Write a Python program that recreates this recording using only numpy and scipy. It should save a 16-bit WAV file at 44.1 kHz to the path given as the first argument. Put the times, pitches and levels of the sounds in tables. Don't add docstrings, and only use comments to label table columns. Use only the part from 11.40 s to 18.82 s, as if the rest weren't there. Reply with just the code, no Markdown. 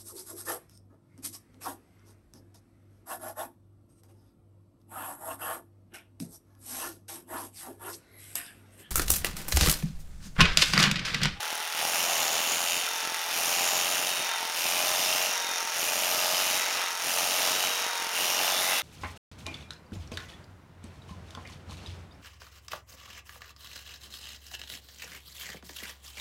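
import sys
import numpy as np
from scipy import signal
from scipy.fft import rfft, irfft
from scipy.io import wavfile
from scipy.ndimage import uniform_filter1d

SR = 44100
rng = np.random.default_rng(int(sys.argv[2]) if len(sys.argv) > 2 else 0)


def invert_db(level):
    return 10 ** (np.asarray(level, dtype=float) / 20)


def int16_out(signal):
    q = np.round(np.clip(np.atleast_2d(signal).T, -1, 1) * 32767)
    wavfile.write(sys.argv[1], SR, q.astype(np.int16))


N = 327222

WHINE_PER_STROKE = np.array([21 / 2, 21, 84])
# (start [s], full [s], end [s], speed lost [strokes/s])
DRAG = [
    (-.594, .088, .361, 2.682),
    (.73, .732, .857, 11.191),
    (1.235, 1.727, 1.958, 3.062),
    (2.565, 3.115, 3.155, 3.57),
    (3.802, 4.054, 4.436, 2.79),
    (5.12, 5.512, 5.656, 3.425),
    (6.205, 6.76, 6.742, 4.891),
    (6.916, 8.904, 9, 2.476),
]
# (blades touch [s], sunk [s], come out [s], depth [0-1])
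CUTS = [
    (-.4, -.2, .38, .8),
    (1.36, 1.48, 1.93, .76),
    (2.68, 2.92, 3.165, .8),
    (3.86, 3.98, 4.36, .8),
    (5.15, 5.24, 5.63, .52),
    (5.37, 5.47, 5.63, .42),
    (6.2, 6.52, 6.745, .86),
    (7.33, 7.55, 7.9, .9),
]
# (start [s], end [s], level on twice the rotor [dB])
STRAIN = [
    (-.1, .33, 2.5),
    (1.45, 1.93, 1),
    (2.8, 3.1, 2),
    (6.3, 6.75, 1),
]
# (start [s], end [s], level [dB])
COMMUTATOR = [(.2, .5, -49), (1.17, 1.65, -44), (1.68, 1.96, -46), (2.0, 2.2, -48), (2.2, 2.47, -44),
              (2.54, 2.97, -41.5), (3.12, 3.33, -47), (3.5, 3.75, -47), (3.84, 4.2, -41), (4.8, 5.1, -45),
              (4.95, 5.29, -40.5), (5.15, 5.52, -46), (5.95, 6.62, -41), (7.03, 7.5, -42)]
# (multiple of the stroke [1], level [dB])
HOUSING = [(13, -9), (14, -1.5), (15, -13), (16, -5.5), (18, -3.5), (20, -11), (23, -11), (26, -15),
           (27, -8), (28, -12), (29, -10), (31, -14), (34, -14)]
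# (time [s], hum level [dB], more on high multiples [dB])
HOUSING_TURN = [(0, -3, -2), (.6, 0, 2), (1.0, -0.5, 3.5), (1.3, -1.5, 2.5), (1.95, -4, 3), (2.15, -1, 5),
                (2.45, -0.6, 1), (3.15, -7.5, -1), (3.4, 1, 3), (3.7, 0.5, -1), (4.4, -3, 2), (4.62, 2, -1),
                (4.85, 2, -2.5), (5.15, -4, -0.5), (5.8, -1, 1.5), (6.2, -4.5, 1), (6.9, -1.5, 0.5),
                (7.42, -3.5, 3.5)]
# (place in stroke [0-1], middle [dB], presence [dB], treble [dB], spray length [ratio])
FREE_CONTACTS = [(.245, -4.5, -1.5, 0, 1.1), (.42, -1, -.5, -.5, 1.4), (.735, -3.5, -5, -2.5, 1.2),
                 (.915, 0, -1.5, 0, 1.2)]
LOADED_CONTACTS = [(.18, 0, 0, 0, 1.1), (.44, -8, -9, -12, 3), (.695, -1, -4.5, -8, .9),
                   (.91, -10, -10, -6, 1.6)]
# (middle [dB], presence [dB], treble [dB])
FREE_BETWEEN = [-10, -13, -18]
# (frequency [Hz], density [dB per Hz])
FREE_COLOUR = [(15, -93), (25, -55), (50, -26.5), (175, -10.5), (426, -7), (474, -7), (528, -6), (621, -3),
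               (1100, -4.5), (2210, -6), (2820, -9), (4000, -6), (6870, -6), (7860, -8.5), (12400, -10),
               (15900, -13.5)]
LOADED_COLOUR = [(15, -78), (25, -42.5), (403, -13.5), (462, -15), (771, -3.5), (907, -6), (1220, -8),
                 (1560, -7), (2980, -17.5), (3590, -7.5), (4110, -10.5), (6170, -10), (8080, -21.5),
                 (10000, -16.5), (15900, -23)]
# (frequency [Hz], width [Hz], level [dB])
FREE_PEAKS = [(850, 73, 5), (2690, 91, 1.5), (5400, 260, 2.5), (7840, 410, -9), (9600, 730, 0.5),
              (12600, 900, 1.2)]
LOADED_PEAKS = [(1328, 200, 5.6), (1960, 270, 6), (5570, 370, 0.93), (9340, 980, 4.6)]
# (start [s], end [s], level [dB])
TICKING = [
    (1.142, 1.46, 18),
    (2.55, 2.85, 15.5),
    (3.75, 3.95, 11),
    (5.05, 5.3, 15.5),
    (6.1, 6.35, 18),
    (7.22, 7.5, 7),
]
BAND_EDGES = [450, 4400, 7600]
# (level [dB], share of swing [1], share of brightness [1], lost in meat [dB])
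BASS = (-17, .4, 0, 11.5)
PRESENCE = (0.0, 1.5, 1, 3.5)
TREBLE = (-2.5, 0, 0.06, 9)
# (time [s], loudness [dB], brightness toward the microphone [dB])
SWING = [(0.0, -32.5, -5), (.3, -33, -3.5), (.47, -30.5, -4), (.75, -29.5, -3), (1.05, -30, -3),
         (1.8, -32.5, -2), (2.27, -29, -2), (2.7, -31, -4.5), (3.1, -32, -2), (3.55, -29.5, -3),
         (4.3, -32, -3), (4.9, -29.5, -1.5), (5.3, -30, -3), (5.57, -32.5, -1.5), (6.05, -28.5, -3.5),
         (6.68, -31.5, -3.5), (7.1, -28.5, -5), (7.42, -32, -2)]
# (start [s], end [s], bass gained [dB])
BOARD = [(.11, .15, 9), (1.62, 1.73, 9), (2.76, 2.84, 6), (3.0, 3.07, 8), (4.0, 4.13, 7), (4.2, 4.27, 8),
         (5.34, 5.42, 4), (5.5, 5.56, 4), (6.25, 6.3, 4), (6.41, 6.47, 6), (6.59, 6.68, 8)]
# (start [s], end [s])
SNAGS = [
    (2.84, 2.97),
    (5.36, 5.46),
]
# (time [s], lower centre [Hz], upper centre [Hz])
BLADE_RINGS = [(0.0, 2800, 5760), (0.39, 2830, 5400), (0.54, 2580, 5960), (0.87, 3160, 6350),
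               (1.3, 2740, 6430), (1.9, 2800, 5370), (2.15, 2500, 5860), (2.33, 2960, 6240),
               (2.89, 2550, 5860), (3.06, 2880, 5300), (3.5, 3180, 5600), (4.1, 2480, 5840),
               (4.56, 2690, 5850), (4.9, 3200, 5030), (5.19, 2440, 5770), (6.08, 3080, 5470),
               (6.57, 2500, 5670), (7.17, 3350, 5360)]
# (frequency [Hz], width [Hz], level [dB])
LOWER_MODES = [(2500, 200, 2.5), (2770, 180, 6), (2980, 180, 4), (3500, 220, 3)]
UPPER_MODES = [(5030, 230, 1), (5700, 320, -1.5), (6140, 1300, 6.5), (6830, 460, 17)]
TOP_MODES = [(9700, 240, -13), (8660, 440, -9)]
# (start [s], end [s], frequency [Hz], width [Hz], level [dB])
FACING = [(.36, 0.76, 9700, 500, -4.5), (1.07, 1.43, 9700, 340, -4), (1.93, 2.3, 9800, 500, -2),
          (2.4, 2.83, 9400, 450, -4), (3.3, 3.75, 9800, 500, -7), (4.38, 4.7, 9600, 500, -5.5),
          (4.95, 5.24, 10000, 450, -0.5), (5.62, 6.1, 9900, 500, -5), (6.72, 6.85, 9500, 500, -2),
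          (7.1, 7.5, 9800, 450, 0), (3.15, 3.8, 8800, 680, -9), (5.62, 6.3, 9700, 540, -11),
          (.45, 0.87, 12100, 780, -8), (1.42, 1.6, 12300, 900, -3), (1.75, 2.5, 12300, 770, -4),
          (3.1, 3.85, 12600, 1800, -9), (4.3, 4.8, 12300, 900, -8), (4.6, 5.2, 13000, 1700, -7),
          (5.65, 6.4, 12200, 900, -7), (6.75, 7.5, 12600, 900, -5), (1.2, 1.58, 2700, 210, -8.5),
          (7.27, 7.42, 2640, 270, 5), (7.19, 7.9, 2050, 220, 1), (6.78, 6.98, 5750, 260, -3),
          (0.35, 0.52, 800, 90, 1), (1.57, 1.8, 1700, 160, -6), (7.1, 7.21, 3550, 160, 5),
          (4.05, 4.42, 5900, 950, -6), (4.6, 5.6, 1290, 83, -7), (5.05, 5.35, 2100, 380, -7),
          (6.68, 7.08, 2800, 120, -5), (3.55, 3.8, 5200, 420, -4), (4.0, 4.3, 10400, 1200, -17),
          (0.63, 1, 730, 200, -4), (3.62, 3.96, 2750, 120, -5.5), (3.42, 3.72, 3660, 180, -5),
          (3.2, 3.46, 2460, 140, 1), (2.62, 2.9, 5900, 360, -9), (3.8, 4.05, 5800, 360, -2)]


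def in_time(rows):
    s, *columns = np.transpose(rows)
    return [np.interp(np.arange(N) / SR, s, c) for c in columns]


def plateau(start, rise, end, fall):
    t = np.arange(N) / SR
    return np.clip((t - start) / rise, 0, 1) * np.clip((end - t) / fall + .5, 0, 1)


def drift(rate_hz):
    r = np.exp(-200 * np.pi * rate_hz / SR)
    noise = rng.standard_normal(N // 100 + 502)
    slow = signal.lfilter([1], [1, -2 * r, r * r], noise)[500:]
    return np.interp(np.arange(N) / 100, np.arange(len(slow)), slow / slow.std())


def evened(x, span_s=0.27):
    return x / np.sqrt(uniform_filter1d(x ** 2, int(span_s * SR)) + 1e-12)


def passband(x, low_hz, high_hz, order=3):
    for edge_hz, kind in [(low_hz, "high"), (high_hz, "low")]:
        if edge_hz:
            x = signal.sosfilt(signal.butter(order, edge_hz, kind, fs=SR, output="sos"), x)
    return x


def resonance(x, hz, width_hz):
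    r = np.exp(-np.pi * width_hz / SR)
    poles = [1, -2 * r * np.cos(2 * np.pi * hz / SR), r * r]
    return signal.lfilter([1, 0, -1], poles, x) * (1 - r * r) / 2


def coloured(x, colour, peaks):
    size = 8192
    hz = np.maximum(np.arange(size // 2 + 1) * SR / size, 1)
    colour_hz, colour_db = np.transpose(colour)
    level_db = np.interp(np.log(hz), np.log(colour_hz), colour_db)
    for centre, width, db in peaks:
        level_db = level_db + db / (1 + (2 * (hz - centre) / width) ** 2)
    cepstrum = irfft(np.log(invert_db(np.maximum(level_db, -90))))
    cepstrum[1:size // 2] *= 2
    cepstrum[size // 2 + 1:] = 0
    return signal.fftconvolve(x, irfft(np.exp(rfft(cepstrum))))[:N]


def blade_load():
    free_load, come_out_s = .08, .08
    sunk = sum((depth - free_load) * plateau(touch, deep - touch, out, come_out_s)
               for touch, deep, out, depth in CUTS)
    return np.clip(free_load + sunk, 0, 1)


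def stroke_rate():
    start_per_s, warm_per_s, cold_loss_per_s = 40.435, 46.958, 3.472
    warm_up_s, rotor_lag_s, drag_fade_s = 4.93, .23, .178
    free = warm_per_s - cold_loss_per_s * np.exp(-np.arange(N) / SR / warm_up_s)
    drag = sum(lost * plateau(start, full - start, end, drag_fade_s) for start, full, end, lost in DRAG)
    keep = np.exp(-1 / (rotor_lag_s * SR))
    return start_per_s + signal.lfilter([1 - keep], [1, -keep], free - drag - start_per_s)


def motor(turns, faster, load):
    rotor_db = -53.5 + 2.0 * faster + 2.0 * drift(2.2)
    straining = np.clip((load - .35) / .4, 0, 1)
    twice_db = -57 + .7 * faster + 13.5 * straining + .7 * drift(3.3)
    twice_db = twice_db + sum(db * plateau(start, .06, end, .1) for start, end, db in STRAIN)
    hidden_db, turn_in_s, turn_out_s = -58, .18, .05
    shown_db = np.max([(db - hidden_db) * plateau(start, turn_in_s, end, turn_out_s)
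                       for start, end, db in COMMUTATOR], axis=0)
    commutator_db = hidden_db + drift(4.3) + shown_db
    tremble = 1 + .2 * np.sin(2 * np.pi * turns)
    return tremble * sum(np.sqrt(2) * invert_db(level_db) * np.sin(2 * np.pi * k * turns)
                         for k, level_db in zip(WHINE_PER_STROKE, (rotor_db, twice_db, commutator_db)))


def housing_hum(turns, speed, faster, load):
    reversal, strongest = .505, 14
    since_reversal = 2 * np.pi * (turns - reversal)
    waver = .15 + .8 * np.maximum(43.2 - speed, 0)
    turn_db, upper_db = in_time(HOUSING_TURN)
    hum = 0
    for k, level_db in HOUSING:
        multiple_db = level_db + upper_db * (k > strongest) + drift(6)
        hum = hum + invert_db(multiple_db) * np.cos(k * since_reversal + waver * drift(7))
    return np.sqrt(2) * invert_db(-39.3 + turn_db + 2.0 * faster - 24 * load) * hum


def once_a_stroke(turns, place, jitter_ms, spread_db):
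    marks = np.arange(int(turns[-1])) + place
    early, strength = rng.standard_normal((len(marks), 2)).T
    at = np.interp(marks, turns, np.arange(N)) + early * jitter_ms * SR / 1000
    clicks = np.zeros(N)
    clicks[np.clip(at.astype(int), 0, N - 1)] = invert_db(spread_db * strength)
    return clicks


def chatter(turns, contacts, dying_ms, between_db, jitter_ms, spread_db, grain_db):
    trains = [once_a_stroke(turns, place, jitter_ms, spread_db) for place, *levels in contacts]
    grain_sizes = invert_db(grain_db * np.minimum(rng.exponential(1, N), 4))
    keep = np.exp(-1000 / (np.array(dying_ms) * SR))
    drives = []
    for band in range(3):
        spray = 0
        for (place, *levels, length), train in zip(contacts, trains):
            decay = [1, -keep[band] ** (1 / length)]
            spray = spray + signal.lfilter([invert_db(2 * levels[band])], decay, train ** 2 + 1e-18)
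        spray = uniform_filter1d(spray, size=12)
        power = spray + invert_db(2 * between_db[band])
        drives.append(rng.standard_normal(N) * grain_sizes * np.sqrt(power))
    return np.array(drives), trains


def free_blades(turns):
    at_large_db, tightens, tick_ms = 11, .9, 1.2
    ticking_db = sum((db - at_large_db) * plateau(start, 0.13, end, 0.041) for start, end, db in TICKING)
    between_db = [db - tightens * ticking_db for db in FREE_BETWEEN]
    drives, trains = chatter(turns, FREE_CONTACTS, [1.4, 1.9, 1.4], between_db,
                             jitter_ms=.12, spread_db=.9, grain_db=.3)
    tick = invert_db(at_large_db + ticking_db) * (trains[1] + trains[3] + invert_db(-19) * trains[0])
    shape = rng.standard_normal(300) * np.exp(-np.arange(300) / (tick_ms * SR / 1000))
    tick = signal.fftconvolve(tick, shape / np.linalg.norm(shape))[:N]
    tick = passband(tick, 1700, None, order=2)
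    shove = invert_db(27.0) * (trains[0] + trains[1] + trains[3]) * rng.standard_normal(N)
    ranges = [drives[0] + shove, *(drives + tick)]
    return [coloured(drive, FREE_COLOUR, FREE_PEAKS) for drive in ranges]


def loaded_blades(turns):
    drives, trains = chatter(turns, LOADED_CONTACTS, [1.6, 1.7, 1.3], [-9, -15, -21],
                             jitter_ms=.04, spread_db=1.1, grain_db=.8)
    shape = rng.standard_normal(900) * np.exp(-np.arange(900) / (5.0 * SR / 1000))
    click = signal.fftconvolve(trains[0] + trains[2] / 2, shape)[:N]
    click = invert_db(1.5) * passband(click, 1040, None, order=2)
    shove = invert_db(36 + 3.5 * rng.standard_normal(N)) * trains[0]
    ranges = [drives[0] + shove, drives[0] + click, drives[1] + 3.7 * click, drives[2]]
    return [coloured(drive, LOADED_COLOUR, LOADED_PEAKS) for drive in ranges]


def moving_ring(x, modes, centre_hz, reach_hz):
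    out = x.copy()
    for hz, width_hz, level_db in modes:
        rung = resonance(x, hz, width_hz)
        nearness = np.exp(-((centre_hz - hz) / reach_hz) ** 2)
        out += invert_db(level_db + drift(7.0)) * nearness * rung
    return out


def facing(x):
    ramp_s = 0.066
    out = x.copy()
    for start, end, hz, width_hz, level_db in FACING:
        span = slice(int(max(start - .02, 0) * SR), int((end + ramp_s) * SR))
        swell = plateau(start, ramp_s, end, ramp_s)[span]
        out[span] += invert_db(level_db) * swell * resonance(x[span], hz, width_hz)
    return out


def rattle(turns, load):
    middle_db, bright_db = in_time(SWING)
    usual_db = middle_db.mean()
    bass_db, presence_db, treble_db = [
        usual_db + db + share * (middle_db - usual_db) + turned * bright_db - lost_db * load
        for db, share, turned, lost_db in (BASS, PRESENCE, TREBLE)]
    bass_db = bass_db + sum(db * plateau(start, 0.011, end, 0.006) for start, end, db in BOARD)
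    snag_db = 2.5 * sum(plateau(start, 0.05, end, 0.05) for start, end in SNAGS)
    middle_db = middle_db - 2.5 * load + snag_db

    grips = [np.clip(1.22 * load, 0, 1), load, load, load]
    edges_hz = [None, *BAND_EDGES, None]
    ranges = []
    for grip, free, held, low, high in zip(grips, free_blades(turns), loaded_blades(turns),
                                           edges_hz, edges_hz[1:]):
        loose = np.sqrt(1 - grip) * evened(passband(free, low, high))
        gripped = np.sqrt(grip) * evened(passband(held, low, high))
        ranges.append(loose + gripped)
    bass, middle, presence, treble = ranges

    lower_hz, upper_hz = in_time(BLADE_RINGS)
    middle = evened(moving_ring(middle, LOWER_MODES, lower_hz, reach_hz=500))
    presence = evened(moving_ring(presence, UPPER_MODES, upper_hz, reach_hz=710))
    treble = evened(moving_ring(treble, TOP_MODES, 1.6 * upper_hz, reach_hz=600))
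    return facing(invert_db(middle_db) * middle + invert_db(bass_db) * bass
                  + invert_db(presence_db) * presence + invert_db(treble_db) * treble)


def scene():
    speed, load = stroke_rate(), blade_load()
    turns = np.cumsum(speed) / SR
    faster = speed - 45.0
    mix = motor(turns, faster, load) + housing_hum(turns, speed, faster, load) + rattle(turns, load)
    return mix[None]


def roll_off(x):
    return signal.sosfilt(signal.butter(12, 15830, fs=SR, output="sos"), x)


def record(dry):
    rounded = .3 * np.tanh(dry / .3)
    top_cut = signal.ellip(10, .3, 60, 15850, fs=SR, output="sos")
    finished = signal.sosfilt(top_cut, rounded)
    return roll_off(finished)


dry = scene()
out = record(dry)
int16_out(out)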